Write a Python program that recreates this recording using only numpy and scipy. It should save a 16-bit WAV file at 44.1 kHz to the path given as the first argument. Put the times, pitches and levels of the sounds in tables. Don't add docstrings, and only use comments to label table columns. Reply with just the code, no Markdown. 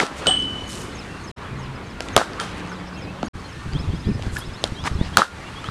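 import sys
import numpy as np
from scipy import signal
from scipy.fft import rfft, irfft, next_fast_len
from scipy.io import wavfile
from scipy.ndimage import uniform_filter1d, map_coordinates

SR = 44100
rng = np.random.default_rng(int(sys.argv[2]) if len(sys.argv) > 2 else 0)


def pcm_store(signal):
    levels = np.round(np.clip(np.atleast_2d(signal), -1, 1) * 32767)
    wavfile.write(sys.argv[1], SR, levels.astype(np.int16).T)


def undo_db(level):
    steps = np.asarray(level, float) / 20
    return 10 ** steps


N = 251502
T = np.arange(N) / SR


def unit(x):
    return x / np.sqrt(np.mean(x ** 2) + 1e-20)


def along(points, hz):
    f, value = np.transpose(points)
    return np.interp(np.log(hz + 1), np.log(f + 1), value)


def noise(n, gain):
    m = next_fast_len(n)
    spectrum = rfft(rng.standard_normal(m)) * gain(np.fft.rfftfreq(m, 1 / SR))
    return unit(irfft(spectrum, m)[:n])


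def add(track, s, sound):
    part = track[round(s * SR):][:len(sound)]
    part += sound[:len(part)]


# t/s, ring level/dB, ring f/Hz, crack level/dB, yard level/dB
BLOWS = [
    (0.0005, -1.5, 1410, -11.5, -15.5),
    (0.2696, 0, 594, -7.5, -26),
    (2.0059, -3.5, 570, -15.5, -34),
    (2.1646, 16, 591, 4, -13),
    (2.3999, -12, 1630, -15.5, -22),
    (3.2305, 1, 670, -36, -34.5),
    (4.640, 4, 593, -8.5, -28),
    (4.8398, -14, 1030, -26, -24.5),
    (5.1711, 24, 1395, 14, -12),
    (5.193, -0.5, 1270, -29, -44),
]
# t/s, ring level/dB, ring f/Hz, crack level/dB
ECHOES = [(.002, -5.5, 2100, -23), (0.0327, -1, 405, -29), (.066, -22, 1280, -29), (2.1667, 1.5, 1220, -8),
          (2.1758, -3.5, 710, -22), (2.1777, -3.5, 1080, -15), (2.1958, -6, 605, -32),
          (2.2134, -6, 755, -37), (2.006, -23, 1670, -20.5), (3.2297, -14.5, 1330, -26),
          (4.195, -16, 560, -39), (4.235, -26, 900, -41), (5.187, -4.5, 830, -17), (5.2185, 3, 1290, -27),
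          (5.2268, -13, 1340, -40), (5.687, -13.5, 1240, -38)]
# t/s, ring level/dB, ring f/Hz, crack level/dB
MORE_ECHOES = [(0.0126, -18, 1190, -28), (.0145, -17, 800, -32), (.0275, -10, 900, -32), (.0595, -22, 1300, -42),
               (2.1725, -17, 700, -32), (2.1903, -19, 1290, -30), (2.2073, -19, 1500, -38),
               (2.2162, -14, 1400, -42), (2.2197, -15, 1300, -40), (2.235, -22, 1400, -48),
               (3.27, -27, 1610, -44), (5.1828, -5, 1100, -30), (5.196, -12, 1020, -34), (5.2002, -6, 740, -36),
               (5.2027, -27, 1300, -31), (5.2097, -17, 1300, -36), (5.2352, -19, 1300, -41),
               (5.2438, -24, 900, -41)]
# t/s, level/dB, f/Hz, T60/s
RINGS = [(0.269, -13.5, 3020, 0.067), (.26, -16, 1417, 0.022), (.277, -13.5, 547, 0.033),
         (.292, -19, 757, 0.08), (2.166, -6, 109, .03), (2.1692, -4.5, 470, 0.012),
         (2.2257, -20, 1320, .015), (2.382, -28, 1160, 0.03), (2.395, -21.5, 1350, 0.062),
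         (2.717, -29, 1483, .058), (3.231, -13, 234, 0.035), (3.246, -17, 300, 0.026),
         (3.27, -23.5, 250, 0.037), (4.362, -21, 1480, 0.021), (4.6404, 0, 4040, 0.0021),
         (4.642, -34, 3200, .04), (4.367, -17.5, 1710, 0.027), (5.174, -8.5, 107, 0.027),
         (5.23, -13.5, 1385, 0.016), (5.252, -30, 1400, 0.042), (5.275, -40, 1410, 0.23),
         (5.642, -23.5, 1284, 0.029)]
# t/s, crack level/dB, yard level/dB
TICKS = [(0.0137, -24, -47), (.26, -24, -20), (0.293, -32, -31), (0.424, -29, -46), (.505, -40, -47),
         (0.653, -43, -52), (2.334, -30, -43), (2.0863, -23.5, -45), (2.226, -36, -35),
         (3.7345, -26.5, -47), (4.224, -24.5, -34), (4.252, -40, -34), (4.368, -22.5, -31.5),
         (5.183, -17, -34), (5.643, -30, -35)]
BLOW_T60_S, ECHO_T60_S = 0.0047, 0.0091


def knocks():
    out, t = np.zeros(N), T[:SR // 8]
    rings = [(s, db, hz, BLOW_T60_S) for s, db, hz, *_ in BLOWS]
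    rings += [(s, db, hz, ECHO_T60_S) for s, db, hz, _ in ECHOES + MORE_ECHOES]
    rings += RINGS
    for s, ring_db, hz, t60 in rings:
        swell = 1 - np.exp(-(t * hz / .6) ** 2)
        decay = undo_db(ring_db - 60 * (t / t60) ** 1.246)
        add(out, s, decay * swell * np.sin(2 * np.pi * hz * t))
    for s, *_, crack_db, yard_db in BLOWS + TICKS:
        add(out, s, undo_db(crack_db + 6.0) * crack(crack_db))
        add(out, s, undo_db(yard_db) * yard())
    for s, *_, crack_db in ECHOES + MORE_ECHOES:
        add(out, s, undo_db(crack_db + 9.0) * crack(crack_db + 5))
    return out


# f/Hz, level/dB per Hz
CRACK = [(900, -8), (2000, 12.5), (4000, 14), (7000, 8), (10000, 6.5), (15000, -21)]
DULL_HZ, OPENS_DB = 9000, 15.5


def crack(force_db):
    t = T[:SR // 16]
    push = .5 * undo_db(-60 * t / .0055) * rng.standard_normal(len(t))
    push[6] = 2
    hz = np.fft.rfftfreq(len(t), 1 / SR)
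    treble_hz = DULL_HZ * 2 ** (force_db / OPENS_DB)
    gain = undo_db(along(CRACK, hz)) / np.sqrt(8 + (hz / treble_hz) ** 4)
    edge = irfft(rfft(push) * gain, len(t))[:len(t) // 2]
    return edge / np.abs(edge).max()


# f/Hz, level/dB per Hz
YARD_COLOUR = [(88, -42), (150, 2), (805, -0.5), (1080, -5.5), (1310, -2), (1660, -4.5), (2140, -14),
               (3840, -11.5), (8900, -23), (13200, -31), (16000, -60)]
# f/Hz, T60/s
YARD_T60 = [(300, 0.13), (1300, 0.23), (5000, 0.23), (12000, 0.27)]
YARD_GRAIN_DB = 1.2


def yard():
    burst = noise(SR // 2, lambda f: undo_db(along(YARD_COLOUR, f)))
    hz, t, z = signal.stft(burst, SR, nperseg=128)
    decay = undo_db(-60 * t / along(YARD_T60, hz)[:, None])
    tail = signal.istft(z * decay, SR, nperseg=128)[1]
    grains = unit(undo_db(YARD_GRAIN_DB * noise(len(tail), lambda f: f < 400)))
    build_up = 1 - np.exp(-(T[:len(tail)] / .009) ** 2)
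    return grains * tail * build_up


POLE_HITS = [
    0.27,
    2.3995,
]
POLE_HZ = [2963.3, 2999.7, 3034, 3076, 3060, 3242, 3284, 3376, 8314, 8414, 3208, 3343, 3725, 8624]
# level/dB, T60/s
POLE_RING = [(-22, 1.2), (-15, 1.0), (-19.5, .66), (-21, .66), (-23, .55), (-31, .5), (-31, .45),
             (-28, .33), (-19.5, .31), (-33, .25), (-32, .45), (-27, .28), (-34, .35), (-39, .3)]
# f/Hz, level/dB, T60/s
FAR_POLE = [(3165, -31, .2), (3210, -36, .15), (9100, -38, 0.13), (9000, -42, .1)]
IN_STEP_S = .01


def poles():
    out, t = np.zeros(N), T[:SR]
    near_pole = [(hz, *ring) for hz, ring in zip(POLE_HZ, POLE_RING)]
    for s, modes in zip(POLE_HITS, (near_pole, FAR_POLE)):
        for hz, db, t60 in modes:
            shimmer = 1 + .16 * noise(len(t), lambda f: f < hz / 70)
            add(out, s, shimmer * undo_db(db - 60 * t / t60) * np.sin(2 * np.pi * hz * (t + IN_STEP_S)))
    return out


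# t/s, level/dB
GRIT = [(0.7011, -31), (0.712, -32), (0.7225, -32), (0.7312, -27), (0.7405, -32), (0.754, -33),
        (0.7648, -33), (0.776, -30), (0.7814, -34), (2.0099, -37), (2.0189, -37), (2.023, -32),
        (2.0276, -38), (2.0322, -37), (2.0392, -37), (2.4061, -31), (2.4116, -36), (2.4186, -34),
        (2.4275, -35), (2.4383, -31), (2.4488, -36), (2.4561, -36), (2.4765, -39), (2.485, -43),
        (2.4926, -39), (2.5028, -41), (2.513, -38), (2.5195, -38), (2.5318, -41), (2.5459, -38),
        (2.5526, -38), (2.5614, -41), (2.5728, -34), (2.5805, -36), (2.5976, -38), (2.6048, -36),
        (2.6521, -41), (2.6644, -37), (2.6744, -35), (2.6823, -38), (2.6946, -42), (2.7176, -38),
        (4.6435, -25), (4.646, -28), (4.6532, -32), (4.6651, -31), (4.6755, -28)]


def grit():
    out = np.zeros(N)
    for s, db in GRIT:
        add(out, s, undo_db(db + 6.5) * crack(force_db=-7))
    return out


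# start t/s, rise t/s, fall t/s, level/dB, centre f/Hz
SCUFFS = [(.15, 0.035, .04, -42.5, 6000), (.655, 0.061, 0.25, -38.5, 6500),
          (2.021, .027, 0.092, -50.5, 5970), (2.421, .024, 0.12, -46, 4000),
          (2.548, 0.033, 0.048, -53, 6960), (4.299, 0.055, 0.11, -41.5, 6760),
          (4.842, 0.037, 0.007, -22, 1320), (4.844, 0.024, 0.033, -36, 5500),
          (5.02, .046, .042, -40.5, 2400), (5.62, .045, .05, -48, 2000)]
# start t/s, rise t/s, fall t/s, level/dB, centre f/Hz
SQUEAKS = [
    (4.378, 0.011, .012, -34, 11300),
    (4.395, .0065, .008, -42, 9600),
    (3.2605, .001, .002, -42, 9500),
]
SCUFF_OCTAVES, SQUEAK_OCTAVES = 0.8, 0.063


def scuffs():
    out = np.zeros(N)
    strokes = [(*row, SCUFF_OCTAVES) for row in SCUFFS]
    strokes += [(*row, SQUEAK_OCTAVES) for row in SQUEAKS]
    for s, rise, fall, db, hz, octaves in strokes:
        t = T[:int((rise + fall) * SR)]
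        stroke = np.sin(np.pi / 2 * np.minimum(t / rise, (rise + fall - t) / fall)) ** 2
        grains = unit(undo_db(2.7 * noise(len(t), lambda f: f < 500)))
        hiss = noise(len(t), lambda f: np.exp(-(np.log2((f + 1) / hz) / octaves) ** 2 / 2))
        add(out, s, undo_db(db) * stroke * grains * hiss)
    return out


def glide(length, from_hz, to_hz, bend, rough):
    u = np.linspace(0, 1, int(length * SR))
    hz = from_hz + (to_hz - from_hz) * u ** np.clip(bend, .2, 4)
    hz = hz * (1 + .017 * rough * noise(len(u), lambda f: (f > 0) * (f < 45)))
    flutter = 1 + rough * noise(len(u), lambda f: (f > 0) * (f < 140))
    swell = np.abs(np.sin(np.pi * u)) ** .35
    return swell * flutter * np.sin(2 * np.pi * np.cumsum(hz) / SR)


# offset t/s, length t/s, from f/Hz, to f/Hz, level/dB
CHIRRUP = [
    (-.038, .026, 4400, 3980, -5),
    (-.004, .025, 6600, 6100, -2),
    (.026, .027, 5600, 4850, -2),
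    (.056, .031, 4200, 3450, -2),
]
# t/s, level/dB
CHIRRUPS = [(.39, -48.5), (.67, -46), (0.953, -45), (1.239, -47.5), (1.59, -51.5), (1.865, -55),
            (2.13, -46), (2.691, -50), (2.98, -50), (3.25, -47), (3.485, -52)]
# t/s, length t/s, from f/Hz, to f/Hz, level/dB
HELD = [(.77, .2, 1380, 1370, -49), (.78, .2, 1050, 930, -48), (1.075, .125, 2720, 2750, -44),
        (1.82, .14, 1370, 1420, -47), (1.94, .16, 1430, 1350, -38), (2.03, .12, 1950, 2010, -44),
        (2.95, .05, 2650, 2750, -46), (2.965, .055, 3200, 3150, -48), (3.06, .05, 2450, 2700, -44),
        (3.43, .09, 3120, 3080, -53), (3.44, .03, 4250, 4200, -45), (3.5, .17, 1790, 1830, -43.5),
        (3.84, .05, 3520, 3520, -48), (4.04, .16, 1800, 1830, -45.5), (5.44, .06, 2650, 2900, -45)]
# t/s, length t/s, from f/Hz, to f/Hz, level/dB
FAINT = [(.81, .018, 3800, 3500, -48), (.968, .022, 3900, 3650, -48), (2.11, .04, 1380, 1330, -45),
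         (2.53, .035, 3850, 3850, -52), (2.645, .095, 3870, 3820, -52), (2.855, .04, 5300, 5950, -55),
         (2.92, .05, 4400, 5600, -55), (3.035, .022, 4950, 4720, -52), (3.085, .02, 3900, 4200, -52),
         (3.93, .04, 4300, 5350, -52), (4.045, .04, 4700, 5000, -52), (4.078, .022, 5600, 4900, -51),
         (4.333, .022, 3300, 3600, -49), (4.493, .022, 3300, 3600, -49), (4.648, .035, 2950, 3400, -48),
         (4.86, .03, 3700, 4100, -46)]
# t/s, length t/s, from f/Hz, rise f/Hz, level/dB
UPSLURS = [(3.742, .05, 3120, 1030, -39), (3.905, .05, 3150, 950, -48), (3.95, .035, 3200, 500, -48),
           (4.025, .03, 3500, 700, -43), (4.05, .045, 3250, 750, -47), (4.408, .045, 3230, 770, -40),
           (4.54, .04, 3500, 800, -45), (4.757, .075, 3130, 620, -41), (4.985, .055, 3370, 680, -39),
           (5.135, .025, 3200, 600, -42), (5.555, .065, 3250, 500, -42), (5.635, .055, 2980, 970, -39)]
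# t/s, from f/Hz, level/dB
RISING_PIPS = [(3.715, 4350, -46), (3.787, 4800, -45), (3.79, 3050, -48), (3.99, 4700, -51),
               (4.383, 4700, -49), (4.452, 4900, -50), (4.53, 4850, -50), (4.742, 3450, -42),
               (4.832, 4800, -45), (5.03, 4200, -48)]
# t/s, from f/Hz, level/dB
FALLING_PIPS = [(3.825, 4000, -46), (4.1, 2620, -39), (4.29, 4300, -48), (4.58, 4350, -47),
                (4.615, 6450, -48), (4.93, 5500, -49), (4.96, 4200, -46)]
RISING_S, RISING_HZ, RISING_BEND = .029, 580, .7
FALLING_S, FALLING_HZ = .021, 260
UPSLUR_BEND, OVERSHOOT = 2.2, 1.2


def birds():
    out = np.zeros(N)
    for s, db in CHIRRUPS:
        pitch = 1 + 0.012 * rng.standard_normal()
        for offset, length, from_hz, to_hz, note_db in CHIRRUP:
            note = glide(length, pitch * from_hz, pitch * to_hz, 1.3, rough=0.3)
            add(out, s + offset, undo_db(db + note_db) * note)
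    whistles = [(s, length, hz, to_hz, 1, db) for s, length, hz, to_hz, db in HELD + FAINT]
    whistles += [(s, length, hz, hz + OVERSHOOT * rise_hz, UPSLUR_BEND, db)
                 for s, length, hz, rise_hz, db in UPSLURS]
    whistles += [(s, RISING_S, hz, hz + RISING_HZ, RISING_BEND, db) for s, hz, db in RISING_PIPS]
    whistles += [(s, FALLING_S, hz, hz - FALLING_HZ, 1, db) for s, hz, db in FALLING_PIPS]
    for s, length, from_hz, to_hz, bend, db in whistles:
        rough = .12 + length
        add(out, s, undo_db(db - 1.5) * glide(length, from_hz, to_hz, bend, rough))
    for when, pitch, slide, size in rng.random(size=(110, 4)):
        hz = 2400 + 3200 * pitch
        chirp = glide(.015 + .025 * size, hz, hz * (.85 + .3 * slide), 1, rough=.3)
        add(out, when * T[-1], undo_db(-58.5 + 3 * size) * chirp)
    t = T[:SR // 4]
    smear = undo_db(-60 * t / 0.045) * rng.standard_normal(len(t))
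    return out + undo_db(-1) * signal.fftconvolve(out, smear / np.linalg.norm(smear))[:N]


def wobble(rate):
    return map_coordinates(rng.standard_normal(int(N * rate / SR) + 4), [T * rate])


# t/s, level/dB
WIND = [(0.0, -35.5), (0.41, -36), (0.89, -37), (1.29, -38.5), (2.2, -37.5), (2.84, -40.5), (3.08, -38),
        (3.46, -38.5), (3.83, -32.5), (4.3, -32), (4.49, -37.5), (4.75, -36.5), (4.97, -35), (5.05, -30.5),
        (5.21, -40), (5.41, -37.5), (5.57, -37.5), (5.7, -41)]
# f/Hz, level/dB per Hz
BUFFET = [(12, -35), (20, -9.5), (76, 1.5), (184, -4.5), (435, -19), (594, -38), (700, -38), (910, -26),
          (1540, -120)]
# t/s, peak level/dB, f/Hz, cycles
THUMPS = [(3.352, -20.5, 78.5, 1.1), (3.654, -20.5, 103, 4.2), (3.727, -19, 69.5, 2.1),
          (3.750, -13, 133, 2.8), (3.796, -15.5, 86, 2.2), (3.84, -24, 142, 3.9), (3.872, -15, 87.3, 4.4),
          (3.927, -17.5, 151.5, 5.4), (4.053, -21, 148, 2.9), (4.068, -9, 86, 1.4),
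          (4.083, -13.5, 185.5, 6.1), (4.111, -15, 131, 2.2), (4.148, -17.5, 111, 1.8),
          (4.178, -32, 118, 1.3), (4.263, -13.5, 44.5, 1), (4.308, -22.5, 81, 4), (4.469, -26, 44, 2.5),
          (4.508, -24, 83, 3), (4.72, -17.5, 91, 1.2), (4.807, -25, 73.4, 4), (4.912, -17.5, 60, 1.6),
          (4.951, -15, 70, 1.6), (4.989, -17, 100, 1.1), (5.012, -7, 117, 0.82), (5.047, -26.5, 82.3, 6),
          (5.119, -26.5, 84, 2.5), (5.678, -21, 102, 2.1)]


def wind():
    lumps = undo_db(.8 * wobble(25))
    rumble = unit(lumps * noise(N, lambda f: undo_db(along(BUFFET, f))))
    out = undo_db(np.interp(T, *np.transpose(WIND)) - 0.5) * rumble
    for s, db, hz, cycles in THUMPS:
        u = T[:SR // 5] * hz / np.clip(cycles, .5, 6)
        turn = 2 * np.pi * cycles * (u + 0.069 * u * u)
        ragged = np.sin(turn) - 0.32 * np.cos(2 * turn)
        ragged = ragged + 0.57 * noise(len(u), lambda f: np.exp(-f / 180))
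        add(out, s, undo_db(db + 3.0) * np.sqrt(u) * np.exp(-2.5 * u * u) * ragged)
    return out


def patchy(gain, patchy_db):
    z = signal.stft(noise(N, gain), nperseg=512)[2]
    field = uniform_filter1d(rng.standard_normal(z.shape), 6, 0)
    field = uniform_filter1d(field, 12, 1)
    return signal.istft(z * undo_db(patchy_db * unit(field)), nperseg=512)[1][:N]


# f/Hz, level/dB per Hz
TOWN = [(120, -17.5), (200, -3), (223, -10), (254, -5.5), (542, -8), (640, -9), (1150, -6.5), (4050, -18.5),
        (4520, -20), (5140, -22), (10400, -29.5), (14500, -44), (16400, -76)]
# t/s, level/dB
BUSTLE = [(0, 20), (.32, 9.5), (.47, 3.5), (.9, 3), (1.35, 1), (1.97, -0.5), (2.2, 5.5), (2.51, 4),
          (2.95, 0), (3.29, 0), (3.67, 2), (4.09, 1), (4.9, 2.5), (5.33, 5), (5.7, 3.5)]
# road hum level/dB, far traffic level/dB, leaves level/dB
SHOTS = [
    (-41, -43, -50.5),
    (-42, -41, -53.5),
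    (-47, -43.5, -51),
]
# t/s, length t/s, f/Hz, level/dB
ENGINE = [
    (.05, 0.6, 272.2, -36.5),
    (1.5, 0.26, 131.7, -33),
    (2.25, 1.18, 180.4, -38),
]
HUM_GROWS, LEAVES_GROW = 0.62, 0.78


def town():
    swell_db = np.interp(T, *np.transpose(BUSTLE))
    shot = np.searchsorted([end for _, end in JOINS], T)
    hum_db, traffic_db, leaves_db = np.transpose(SHOTS)[:, shot]
    low = lambda f: 1 / (1 + (f / 450) ** 4)
    high = lambda f: 1 - 1 / (1 + (f / 3500) ** 4)
    middle = lambda f: np.abs(1 - low(f) - high(f))
    colour = lambda f: undo_db(along(TOWN, f))
    hum = patchy(lambda f: colour(f) * np.sqrt(low(f)), patchy_db=2.0)
    traffic = patchy(lambda f: colour(f) * np.sqrt(middle(f)), patchy_db=2.0)
    leaves = patchy(lambda f: colour(f) * np.sqrt(high(f)), patchy_db=.8)
    out = undo_db(hum_db + HUM_GROWS * swell_db) * hum
    out += undo_db(traffic_db + swell_db) * traffic
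    out += undo_db(leaves_db + LEAVES_GROW * swell_db) * leaves
    for s, length, hz, db in ENGINE:
        add(out, s, undo_db(db) * glide(length, hz, hz, 1, rough=0.52))
    return out


# t/s, deepest level/dB, t/s until deepest
DUCKS = [
    (0.0, -14, 0.076),
    (.27, -1, 0.027),
    (2.164, -11, 0.038),
    (5.169, -16, 0.056),
]


def scene():
    duck_db = 0
    for s, db, deepest in DUCKS:
        u = np.maximum(T - s, 0) / deepest
        duck_db = duck_db + db * (u * np.exp(1 - u)) ** 1.5
    close = knocks() + poles() + grit() + scuffs()
    background = birds() + wind() + town()
    return (close + undo_db(duck_db) * background)[None]


def top_cut(x):
    return signal.sosfilt(signal.butter(12, 16600, fs=SR, output="sos"), x)


# f/Hz, level/dB
MIC = [(25, -0.5), (60, 1), (9000, 0), (12000, -7), (14500, -24), (15500, -30)]
# from t/s, to t/s
JOINS = [
    (1.3154, 1.362),
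    (3.285, 3.333),
]


def record(dry):
    m = next_fast_len(N + 4096)
    hz = np.fft.rfftfreq(m, 1 / SR)
    x = irfft(rfft(dry, m) * undo_db(along(MIC, hz)), m)[:, :N]
    x = x + undo_db(-75) * noise(N, lambda f: np.exp(-((f - 12000) / 3000) ** 4))
    x = x / (1 + np.abs(x) ** 8) ** (1 / 8)
    for start, end in JOINS:
        fade_out, fade_in = (start - T) * 1000, (T - end) / 0.021
        x = x * np.clip(np.maximum(fade_out, fade_in), 0, 1)
    x = irfft(rfft(x, m) / (1 + (hz / 16300) ** 30), m)[:, :N]
    return top_cut(x)


dry = scene()
out = record(dry)
pcm_store(out)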